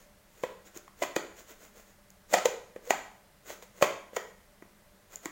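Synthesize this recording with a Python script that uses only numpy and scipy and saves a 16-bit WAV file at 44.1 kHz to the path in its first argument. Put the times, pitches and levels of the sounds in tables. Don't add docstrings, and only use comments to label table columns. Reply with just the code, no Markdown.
import sys
import numpy as np
from scipy import signal
from scipy.fft import rfft, irfft
from scipy.io import wavfile

SR = 44100
rng = np.random.default_rng(int(sys.argv[2]) if len(sys.argv) > 2 else 0)


def digitize_waveform(pressure):
    field = np.atleast_2d(pressure).T
    bounded = np.clip(field, -1, 1)
    quanta = np.round(bounded * 32767).astype(np.int16)
    wavfile.write(sys.argv[1], SR, quanta)


N = 234419
TIME_S = np.arange(N) / SR

# start_s, knock_hz, knock_db, knock_t60_s, crack_db, snap_db
CONTACTS = [ (0.436, 507, -16.5, 0.036, -21, -40), (0.764, 340, -32.5, 0.022, -43, -54),
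            (0.879, 1120, -33.5, .01, -46.5, -57), (1.0205, 596, -14, 0.028, -31, -46),
            (1.0235, 656, -22, 0.025, -19.5, -33), (1.027, 324, -29, 0.037, -25.5, -22.5),
            (1.035, 964, -25.5, 0.021, -22.5, -31), (1.1636, 542, -14.5, 0.025, -17.5, -20),
            (1.1643, 328, -20.5, 0.046, -33, -45), (2.327, 594, -22.5, 0.042, -26.5, -50),
            (2.3368, 556, -11, 0.021, -16.5, -16.5), (2.3393, 720, -9.5, 0.054, -10.5, -12),
            (2.3466, 530, -19, 0.045, -21, -18), (2.4545, 479, -15.5, 0.063, -26, -24),
            (2.4566, 503, -12.5, 0.037, -16.5, -15), (2.4615, 917, -17.5, .019, -31, -27),
            (2.7619, 497, -25, 0.023, -36.5, -61), (2.872, 498, -38, 0.31, -66, -72),
            (2.9044, 284, -26, 0.03, -26, -26), (2.9062, 750, -3.5, 0.013, -12, -16),
            (3.5027, 570, -21.5, 0.011, -34.5, -34.5), (3.6242, 497, -45.5, 0.083, -42, -40),
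            (3.812, 576, -25, 0.061, -34, -52.5), (3.8246, 565, -4.5, 0.03, -9, -14.5),
            (3.8258, 1100, -17, 0.029, -20.5, -36.5), (3.841, 497, -10, 0.012, -21.5, -36),
            (4.132, 520, -33, 0.025, -43.5, -60), (4.1648, 372, -31.5, 0.074, -29.5, -25.5),
            (4.1669, 485, -14.5, 0.022, -19, -41), (4.6232, 327, -34.5, 0.02, -40.5, -71),
            (5.2571, 318, -28, .044, -28, -36)]


def from_db(db):
    return 10 ** (np.asarray(db) / 20)


def unit_rms(x):
    return x / np.sqrt(np.mean(x ** 2) + 1e-20)


def at_hz(table, hz):
    table_hz, values = np.transpose(table)
    return np.interp(np.log(np.maximum(hz, 1)), np.log(table_hz), values)


def bin_gains(spectrum, size):
    return from_db(at_hz(spectrum, np.fft.rfftfreq(size, 1 / SR)))


def coloured(noise, spectrum):
    return unit_rms(irfft(rfft(noise) * bin_gains(spectrum, len(noise)), len(noise)))


def click(spectrum, size):
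    cepstrum = irfft(np.log(bin_gains(spectrum, size)), size)
    pulse = irfft(np.exp(rfft(2 * cepstrum[:size // 2], size)), size)
    return unit_rms(pulse) / np.sqrt(size)


def decay(t, t60_s):
    return np.exp(-np.log(1000) * t / t60_s)


def rise(t, rise_s):
    return 1 - np.exp(-t / rise_s)


def butter(x, order, hz, kind="low"):
    return signal.sosfilt(signal.butter(order, np.minimum(hz, .45 * SR), kind, fs=SR, output="sos"), x)


def add(out, start_s, sound):
    i = int(start_s * SR)
    out[i:i + len(sound)] += sound[:len(out) - i]


def air_and_hum(air_db=-62, hum_width_hz=15.8):
    air_spectrum = [(12, -17), (20, 1.5), (146, -10.5), (210, -15.5), (248, -18), (434, -13.5), (607, -17),
                    (738, -14.5), (1260, -17.5), (2020, -17.5), (2390, -22), (2910, -23), (3630, -24),
                    (13200, -27.5), (16000, -27.5)]
    hum_tones = [(198, -69), (590, -70.5)]
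    out = from_db(air_db) * coloured(rng.standard_normal(N), air_spectrum)
    radius = np.exp(-np.pi * hum_width_hz / SR)
    for hz, db in hum_tones:
        resonator = [1, -2 * radius * np.cos(2 * np.pi * hz / SR), radius * radius]
        out += from_db(db) * unit_rms(signal.lfilter([1], resonator, rng.standard_normal(N)))
    return out


def room_response(build_s=0.0007, echo_top_hz=900, size=28000):
    decay_times = [(150, 0.57), (500, 0.52), (1000, 0.52), (2500, 0.5), (7000, 0.44), (15000, 0.33)]
    tail_levels = [(150, -7), (320, -8), (520, -10.5), (800, -8), (1300, -2), (2000, -4.5), (4000, -3.5),
                   (7000, -6), (15000, -5.5)]
    echoes = [(.029, -18.5), (.084, -27.5)]
    t, response = TIME_S[:size], np.zeros(size)
    edges_hz = np.geomspace(100, 17000, 19)
    for low, high in zip(edges_hz, edges_hz[1:]):
        hz = np.sqrt(low * high)
        band = butter(rng.standard_normal(size), 2, [low, high], "band")
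        tail = unit_rms(band * decay(t, at_hz(decay_times, hz)) * rise(t, build_s))
        response += from_db(at_hz(tail_levels, hz)) * tail * np.sqrt(2 * (high - low) / SR / size)
    dull_pulse = butter(signal.unit_impulse(size), 2, echo_top_hz)
    for delay_s, db in echoes:
        add(response, delay_s, from_db(db) * dull_pulse)
    return response


def rim_speed(skid_db=-20, swell_s=0.0047, fade_s=0.0074):
    wrist_strokes = [(0.0, -59.5, 0.096), (0.423, -59.5, 0.19), (0.67, -53.5, 0.038), (0.768, -50, 0.046),
                     (1.02, -50.5, 0.072), (1.392, -51, 0.061), (1.504, -50.5, 0.058),
                     (1.636, -53.5, 0.085), (1.783, -55.5, 0.076), (1.89, -64, 0.081), (2.333, -42, 0.059),
                     (2.88, -50.5, 0.079), (3.505, -44.5, 0.077), (3.631, -51.5, 0.023),
                     (3.784, -56.5, 0.072), (4.155, -50.5, 0.03), (5.14, -52, 0.064), (5.252, -50, .05)]
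    strokes = sum(from_db(db) * np.exp(-(2 * (TIME_S - middle_s) / length_s) ** 2)
                  for middle_s, db, length_s in wrist_strokes)
    skids = np.zeros(N)
    for start_s, *_, crack_db, _ in CONTACTS:
        t = TIME_S - start_s
        skids += from_db(crack_db + skid_db) * np.exp(-np.maximum(-t / swell_s, t / fade_s))
    return np.hypot(strokes, skids)


def rim_hiss(grain_scatter_db=3.0, grain_samples=32, gain_db=0.5):
    spectrum = [(100, -27), (250, -6.5), (500, 1), (800, -8), (1400, -8.5), (2000, -8.5), (3000, -13.5),
                (5000, -17), (6000, -12.5), (6900, -5.5), (8500, -20), (11000, -21.5), (15000, -14.5),
                (16000, -12)]
    noise = rng.standard_normal(N)
    grain_db = grain_scatter_db * np.repeat(rng.standard_normal(N), grain_samples)[:N]
    return from_db(gain_db) * rim_speed() * coloured(noise * from_db(grain_db), spectrum)


def nail_ticks(t60_s=0.0044, rise_s=0.00043, size=2048):
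    ticks = [(0.774, -22), (2.1035, -33), (5.1578, -16), (5.2571, -20.5)]
    spectrum = [(2500, -37), (4500, -14), (5800, -10), (7000, 8), (7700, -9), (8800, -21), (12000, -17.5),
                (15500, -11)]
    out, t = np.zeros(N), TIME_S[:size]
    for start_s, db in ticks:
        noise = coloured(rng.standard_normal(size), spectrum)
        add(out, start_s, from_db(db) * noise * decay(t, t60_s) * rise(t, rise_s))
    return out


def lug_chatter(start_s=2.368, gap_s=.0056, jitter_s=.0001, scatter_db=2, count=4):
    # knock_hz, knock_db, knock_t60_s, crack_db, snap_db
    rebound = (714, -18.5, 0.01, -29, -30)
    hz, knock_db, t60_s, crack_db, snap_db = rebound
    offsets = rng.standard_normal((count, 2)) * [jitter_s, scatter_db]
    return [(start_s + k * gap_s + late_s, hz, knock_db + db, t60_s, crack_db + db, snap_db + db)
            for k, (late_s, db) in enumerate(offsets)]


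def rim_snap(t, blow_db=1.5, ring_db=-6.5, t60_s=0.021):
    spectrum = [(1500, -27), (4000, -7), (5500, -8.5), (6400, 2.5), (7000, 6.5), (7500, -5.5), (8300, -18),
                (12000, -21), (15300, -16), (17000, -3)]
    ring = from_db(ring_db) * coloured(rng.standard_normal(len(t)), spectrum) * decay(t, t60_s)
    return from_db(blow_db) * click(spectrum, len(t)) + ring


def wall_crack(t, blow_db=9.0, modes_db=-4.0, scatter_db=2.5, fine_db=-7.5, fine_t60_s=0.022):
    bending_modes = [(194, -20.5, 0.046), (390, -13.5, 0.047), (693, -10, 0.042), (858, -11, 0.043),
                     (1000, -9.5, 0.036), (1271, -13.5, 0.029), (1587, -17, .03), (1919, -9.5, 0.039),
                     (2396, -22.5, 0.039), (2470, -15, 0.019), (3027, -15.5, 0.035), (3257, -16.5, 0.033),
                     (3556, -14.5, 0.02), (4420, -15, 0.014), (4660, -15.5, 0.02)]
    spectrum = [(100, -26), (300, -21), (700, -5.5), (1100, -0.5), (1600, -0.5), (2200, 4), (3000, -10.5),
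                (5000, -8.5), (8000, -6), (15000, -22)]
    hz, db, t60_s = np.transpose(bending_modes)[:, :, None]
    gains = from_db(db + modes_db - scatter_db * rng.standard_normal(hz.shape))
    signs = rng.choice([-1, 1], hz.shape)
    bending = np.sum(gains * signs * np.sin(2 * np.pi * hz * t) * decay(t, t60_s), axis=0)
    fine = from_db(fine_db) * coloured(rng.standard_normal(len(t)), spectrum) * decay(t, fine_t60_s)
    return from_db(blow_db) * click(spectrum, len(t)) + bending + fine


def bowl_knock(t, hz, t60_s, rise_s=0.00089):
    return np.sin(2 * np.pi * hz * t) * decay(t, t60_s) * rise(t, rise_s)


def lid_contacts(rows, crack_top_hz=5600, snap_db_per_octave=18, radiation_hz=130, size=3072):
    out, t = np.zeros(N), TIME_S[:size]
    for start_s, hz, knock_db, t60_s, crack_db, snap_db in rows:
        top_hz = crack_top_hz * 2 ** ((snap_db - crack_db) / snap_db_per_octave)
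        knock = from_db(knock_db) * bowl_knock(t, hz, t60_s)
        crack = from_db(crack_db) * butter(wall_crack(t), 2, top_hz)
        snap = from_db(snap_db) * rim_snap(t)
        add(out, start_s, knock + crack + snap)
    return butter(out, 2, radiation_hz, "high")


def scene(nail_send_db=-6.5, hiss_send_db=0.5, face_count=3):
    rows = CONTACTS + lug_chatter()
    faces = [lid_contacts(rows) for _ in range(face_count)]
    hiss, ticks = rim_hiss(), nail_ticks()
    send = from_db(hiss_send_db) * hiss + from_db(nail_send_db) * ticks
    tails = [signal.oaconvolve(face + send, room_response())[:N] for face in faces]
    room = sum(tails) / np.sqrt(face_count)
    return (faces[0] + hiss + ticks + room + air_and_hum())[None]


def record(dry):
    return signal.sosfilt(signal.ellip(10, .1, 70, 15900, fs=SR, output="sos"), dry)


dry = scene()
out = record(dry)
digitize_waveform(out)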